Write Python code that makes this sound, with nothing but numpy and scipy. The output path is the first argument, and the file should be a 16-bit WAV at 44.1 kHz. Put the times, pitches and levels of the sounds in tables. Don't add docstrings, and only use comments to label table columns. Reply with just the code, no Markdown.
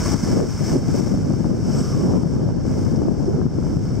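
import sys
import numpy as np
from scipy import signal
from scipy.fft import rfft, irfft
from scipy.io import wavfile
from scipy.ndimage import uniform_filter1d, minimum_filter1d

SR = 44100
rng = np.random.default_rng(int(sys.argv[2]) if len(sys.argv) > 2 else 0)


def generate_wav(signal):
    frames = np.transpose(np.atleast_2d(signal))
    scaled = np.clip(frames, -1, 1) * 32767
    pcm = np.round(scaled).astype(np.int16)
    wavfile.write(sys.argv[1], SR, pcm)


N = 176400

# (time [s], level [dB, before GUST_DEPTH and band steepness])
GUST_LEFT = [(0.0, -5), (0.14, 0), (0.28, -2.5), (0.39, 3), (0.58, -16.5), (0.61, 0), (0.76, -3),
             (0.81, -4.5), (1.0, 3), (1.05, -3.5), (1.13, 4.5), (1.18, -3), (1.43, 0.5), (1.55, -2.5),
             (1.79, -0.5), (1.88, -7), (2.13, 3), (2.26, -0.5), (2.42, 1.2), (2.55, -2.8), (3.08, 0),
             (3.47, -4), (3.5, -9), (3.67, -2), (3.73, -6.5), (4.0, -2.2)]
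GUST_RIGHT = [(0.0, 0), (0.2, -9), (0.23, 4.5), (0.58, -7), (0.76, 6), (0.88, -2.5), (0.93, 2),
              (1.45, -4.2), (1.5, 3.5), (1.63, -2), (1.81, 2.3), (1.89, -4), (2.0, 4), (2.15, 4), (2.2, 0),
              (2.5, 0), (2.66, -1), (2.71, 2.2), (2.88, -4), (3.08, 3.5), (3.16, -6.5), (3.38, 2.5),
              (3.49, -2.5), (3.8, -1.2), (3.84, -5), (4.0, -7)]
# (frequency [Hz], density [dB per Hz])
WIND_SPECTRUM = [(20, -71), (30, -67), (55, -50), (100, -42.5), (170, -40.5), (300, -47), (500, -57),
                 (800, -68), (1400, -86.5), (3000, -112), (8000, -135)]
GUST_DEPTH, STEEPEN_PER_OCTAVE = 0.86, 0.44
EDDY_PER_S, EDDY_DEPTH, FLUTTER_PER_S, FLUTTER_DB = 28, 1.99, 15, 1.0

# (time [s], level [dB])
WASH_LEVEL = [(0, 0.5), (.06, 3), (.14, 3), (.33, -1.9), (.46, -8.5), (.57, -5.5), (.66, -.5), (.74, -1),
              (.82, -9), (.99, -2.5), (1.22, -12), (1.53, -13.5), (2.28, -15), (2.55, -31), (2.68, -10.5),
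              (2.83, -10), (3.1, -18), (3.28, -16), (3.48, -22), (3.66, -14.5), (4, -14.5)]
ENGINE_LEVEL = [(0, 6), (.9, -2), (1.4, -5), (1.7, -14), (2.05, 3), (2.8, 3.5), (3.25, -4), (3.9, 7)]
FOAM_GRAIN_DB, FOAM_GRAINS_PER_S = 1.44, 140
DROPS_PER_S, DROP_SPREAD_DB, DROP_DB = 500, 2, -11

# (frequency [Hz], density [dB per Hz])
FOAM_SPECTRUM = [(200, -70), (600, -68.5), (1100, -69), (1550, -71.5), (2000, -75.5), (2700, -84.5),
                 (4000, -89), (9000, -87), (11000, -92), (15500, -93)]
SEA_SPECTRUM = [(200, -67), (600, -71.5), (1100, -80.5), (1550, -82), (2200, -95), (4000, -102),
                (9000, -108), (12000, -110), (15500, -110)]
ENGINE_SPECTRUM = [(20, -72), (40, -59.5), (53, -50), (68, -72), (110, -55), (250, -64.5), (600, -82),
                   (2000, -130)]
SPRAY_SPECTRUM = [(600, -71.5), (1500, -75.5), (2200, -85), (3100, -87), (4100, -94), (5400, -89.5),
                  (6600, -92.5), (8200, -90.5), (11000, -95), (15500, -99)]
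# (frequency [Hz], correlation [-1 to 1])
FOAM_LIKENESS = [(500, .97), (2000, 1), (3800, 1), (5300, 0.88), (7000, 0.62), (10000, 0.78), (14000, .5)]
SEA_LIKENESS = [(500, 1), (2000, 1), (3800, 1), (5500, 0.31), (8000, .2), (13000, -0.62)]
ENGINE_LIKENESS = [(30, 0.61), (200, 0.67)]
SPRAY_LIKENESS = [(4000, .997), (8000, 0.94), (14000, 1)]

# (time [s], level [dB], pitch [Hz], left over right [dB], relative edge level [dB, before EDGE_DB])
BUFFETS = [(.149, -2, 142, 12, -14), (.238, -2.5, 168, -11.5, -14), (0.372, -4, 324, -9, -21),
           (0.403, -7, 400, 18, -4), (0.73, -6.5, 167, 9, -18), (.759, -2.5, 277, -5, -13),
           (.767, -3.5, 240, 2, -18), (.945, -3.5, 315, 15, -15), (1.010, -2, 217, 24, -16),
           (1.121, -15, 241, 12, -10), (1.175, -9.5, 190, -12, -8.5), (1.306, -17.5, 400, -10, -1.5),
           (1.338, -11.5, 228, 0, -9), (1.445, -12, 320, 25, 1), (1.517, -2, 196, 29, -20),
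           (1.816, -2, 177, -32, -27), (1.95, -9, 183, 8, -8.5), (2.086, -8, 262, 2, -13),
           (2.137, -2.5, 260, 6, -9), (2.235, -2, 214, 18, -9), (2.366, -9, 202, 1, -12),
           (2.490, -12, 454, -10, -6), (2.653, -15, 330, 9, -3), (2.680, -5, 192, 10, -13.5),
           (2.853, -13, 170, -21, -11), (2.865, -2, 185, 25, -14), (2.979, -5, 170, 6.5, -26),
           (3.019, -7, 328, 10, -9.5), (3.085, -3.5, 337, 20, -10), (3.244, -14, 304, 6, -13),
           (3.388, -16, 228, -20, -22), (3.416, -10, 285, 12, -3.5), (3.457, -2, 198, 18, -22),
           (3.465, -1, 200, 24, -13), (3.587, -6, 293, 14, -12), (3.628, -11.5, 206, 19, -9),
           (3.668, -12.5, 260, 5, -4.5), (3.770, -1, 154, 15, -16), (3.922, -8, 148, 16, -20)]
BUFFET_DECAY_CYCLES, EDGE_DB, EDGE_WIDTH_S = 0.54, -6, 0.00027
# (time [s], half length [s], level [dB], pitch [Hz], left over right [dB])
RUSHES = [(0.419, 0.033, -22.5, 391, 2), (0.764, 0.014, -16.5, 332.5, -7), (2.08, 0.1, -25, 310.5, -2.5),
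          (3.29, 0.017, -21, 349.5, 2)]

BLOW_CREST_S, BLOW_ATTACK_S, SPRAY_FALL_DB_PER_S = 1.79, 0.1, 24
ROAR_HZ, ROAR_WIDTH_HZ, ROAR_SAG_HZ_PER_S, ROAR_DB, ROAR_FALL_DB_PER_S = 1259, 125, 700, -43, 17.5
JET_HZ, JET_WIDTH_HZ, JET_DB, JET_S = 7940, 600, -54.5, 0.03

# (time [s], level [dB])
SPITS = [(2.961, -37.5), (3.257, -42.5)]
SPIT_S, SPIT_HZ, SPIT_WIDTH_HZ = .004, 5500, 330

# (frequency [Hz], half width [Hz], gain [dB])
HOUSING_RESONANCES = [(1880, 72, -10), (2200, 150, 3), (3050, 155, 4.5), (3650, 80, 4), (4590, 173, 6),
                      (4780, 82, -14), (5300, 780, 20.5), (6456, 856, 11), (7890, 760, 10.5)]
CEILING, RELEASE_DB_PER_S, LOOKAHEAD_S, CUTOFF_HZ = 0.48, 47.5, 0.0011, 15700

TIME_S = np.arange(N) / SR
BIN_HZ = np.maximum(np.arange(N // 2 + 1) * SR / N, 1)


def from_db(db):
    return 10 ** (np.asarray(db) / 20)


def in_time(rows):
    return np.interp(TIME_S, *np.transpose(rows))


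def at_hz(rows):
    hz, value = np.transpose(rows)
    return np.interp(np.log(BIN_HZ), np.log(hz), value)


def colour(white, spectrum):
    return irfft(rfft(white) * from_db(at_hz(spectrum)) * np.sqrt(SR / 2), N)


def drift(rate_hz):
    slow = irfft(rfft(rng.standard_normal(N)) / (1 + (BIN_HZ / rate_hz) ** 2), N)
    return slow / slow.std()


def narrow_noise(hz, width_hz):
    phase = 2 * np.pi * np.cumsum(hz * np.ones(N)) / SR
    return drift(width_hz) * np.cos(phase) + drift(width_hz) * np.sin(phase)


def pan(left_db):
    return from_db(np.minimum([[left_db], [-left_db]], 0))


def spread(pair, likeness):
    alike = np.clip(at_hz(likeness), -.9, .998)
    mid, side = rfft(pair) * np.sqrt([(1 + alike) / 2, (1 - alike) / 2])
    return irfft([mid + side, mid - side], N)


def hiss(likeness):
    return spread(rng.standard_normal((2, N)), likeness)


def wind(gusts, port_db):
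    flow_db = GUST_DEPTH * in_time(gusts) + EDDY_DEPTH * drift(EDDY_PER_S)
    turbulence = rfft(colour(rng.standard_normal(N), WIND_SPECTRUM))
    bin_octave = np.clip(np.log2(BIN_HZ / 250), -3, 3)
    out = 0
    for octave in range(-3, 4):
        band = irfft(turbulence * np.maximum(1 - abs(bin_octave - octave), 0), N)
        steepness = max(1 + STEEPEN_PER_OCTAVE * octave, 0)
        out += band * from_db(steepness * flow_db + FLUTTER_DB * drift(FLUTTER_PER_S))
    return from_db(port_db) * out


def foam_wash():
    sizes = from_db(DROP_SPREAD_DB * np.minimum(rng.exponential(1, (2, N)), 5))
    signs = rng.choice([-1, 1], (2, N))
    drops = sizes * signs * (rng.random((2, N)) < DROPS_PER_S / SR)
    fizz = hiss(FOAM_LIKENESS) * from_db(FOAM_GRAIN_DB * drift(FOAM_GRAINS_PER_S))
    droplets = from_db(DROP_DB) * spread(drops / drops.std(), FOAM_LIKENESS)
    return colour(fizz + droplets, FOAM_SPECTRUM) * from_db(in_time(WASH_LEVEL))


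def open_sea():
    return colour(hiss(SEA_LIKENESS), SEA_SPECTRUM)


def engine_rumble():
    return colour(hiss(ENGINE_LIKENESS), ENGINE_SPECTRUM) * from_db(in_time(ENGINE_LEVEL))


def buffets():
    out = np.zeros((2, N))
    signs = rng.choice([-1, 1], len(BUFFETS))
    for (at_s, db, hz, pan_db, edge_db), sign in zip(BUFFETS, signs):
        near = abs(TIME_S - at_s) < .04
        age = TIME_S[near] - at_s
        cycles, widths = age * hz, age / EDGE_WIDTH_S
        swing = np.sin(2 * np.pi * cycles) / np.cosh(2 * cycles / BUFFET_DECAY_CYCLES)
        edge = from_db(edge_db + EDGE_DB) * (1 - widths ** 2) * np.exp(-widths ** 2 / 2)
        out[:, near] += sign * from_db(db) * pan(pan_db) * (swing + edge)
    return out


def rushes():
    out = np.zeros((2, N))
    for at_s, half_s, db, hz, pan_db in RUSHES:
        pair = np.array([narrow_noise(hz, width_hz=128) for port in range(2)])
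        swell = np.exp(-((TIME_S - at_s) / half_s) ** 2 / 2)
        out += pair * pan(pan_db) * from_db(db) * swell
    return signal.sosfilt(signal.butter(2, [150, 1200], "band", fs=SR, output="sos"), out)


def whale_blow():
    age = TIME_S - BLOW_CREST_S
    swell = np.exp(-(np.minimum(age, 0) / BLOW_ATTACK_S) ** 2 / 2)
    after_s = np.maximum(age, 0)
    spray = colour(hiss(SPRAY_LIKENESS), SPRAY_SPECTRUM) * from_db(-SPRAY_FALL_DB_PER_S * after_s)
    roar_hz = ROAR_HZ - ROAR_SAG_HZ_PER_S * np.clip(age, -.5, .5)
    roar = narrow_noise(roar_hz, ROAR_WIDTH_HZ) * from_db(ROAR_DB - ROAR_FALL_DB_PER_S * after_s)
    jet = narrow_noise(JET_HZ, JET_WIDTH_HZ) * from_db(JET_DB) * np.exp(-(age / JET_S) ** 2 / 2)
    return swell * spray + swell ** 2 * roar + jet


def spits():
    bursts = sum(from_db(db) * np.exp(-((TIME_S - at_s) / SPIT_S) ** 2) for at_s, db in SPITS)
    return narrow_noise(SPIT_HZ, SPIT_WIDTH_HZ) * bursts


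def housing(airborne):
    shape_db = sum(db * np.exp(-((BIN_HZ - hz) / width) ** 2) for hz, width, db in HOUSING_RESONANCES)
    return irfft(rfft(airborne) * from_db(shape_db), N)


def scene():
    airborne = engine_rumble() + foam_wash() + whale_blow() + open_sea()
    port_wind = np.array([wind(GUST_LEFT, port_db=1.57), wind(GUST_RIGHT, port_db=-2.5)])
    housed = (housing(airborne) + spits()) * pan(left_db=0.53)
    return housed + port_wind + rushes() + buffets()


def record(dry):
    over_db = 20 * np.log10(np.maximum(abs(dry).max(axis=0) / CEILING, 1))
    release_db = RELEASE_DB_PER_S * TIME_S
    held_db = np.maximum.accumulate(over_db + release_db) - release_db
    ahead = int(LOOKAHEAD_S * SR)
    gain_db = uniform_filter1d(minimum_filter1d(-held_db, 2 * ahead), ahead)
    top_cut = signal.ellip(12, .1, 90, CUTOFF_HZ, fs=SR, output="sos")
    return signal.sosfilt(top_cut, dry * from_db(gain_db))


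dry = scene()
out = record(dry)
generate_wav(out)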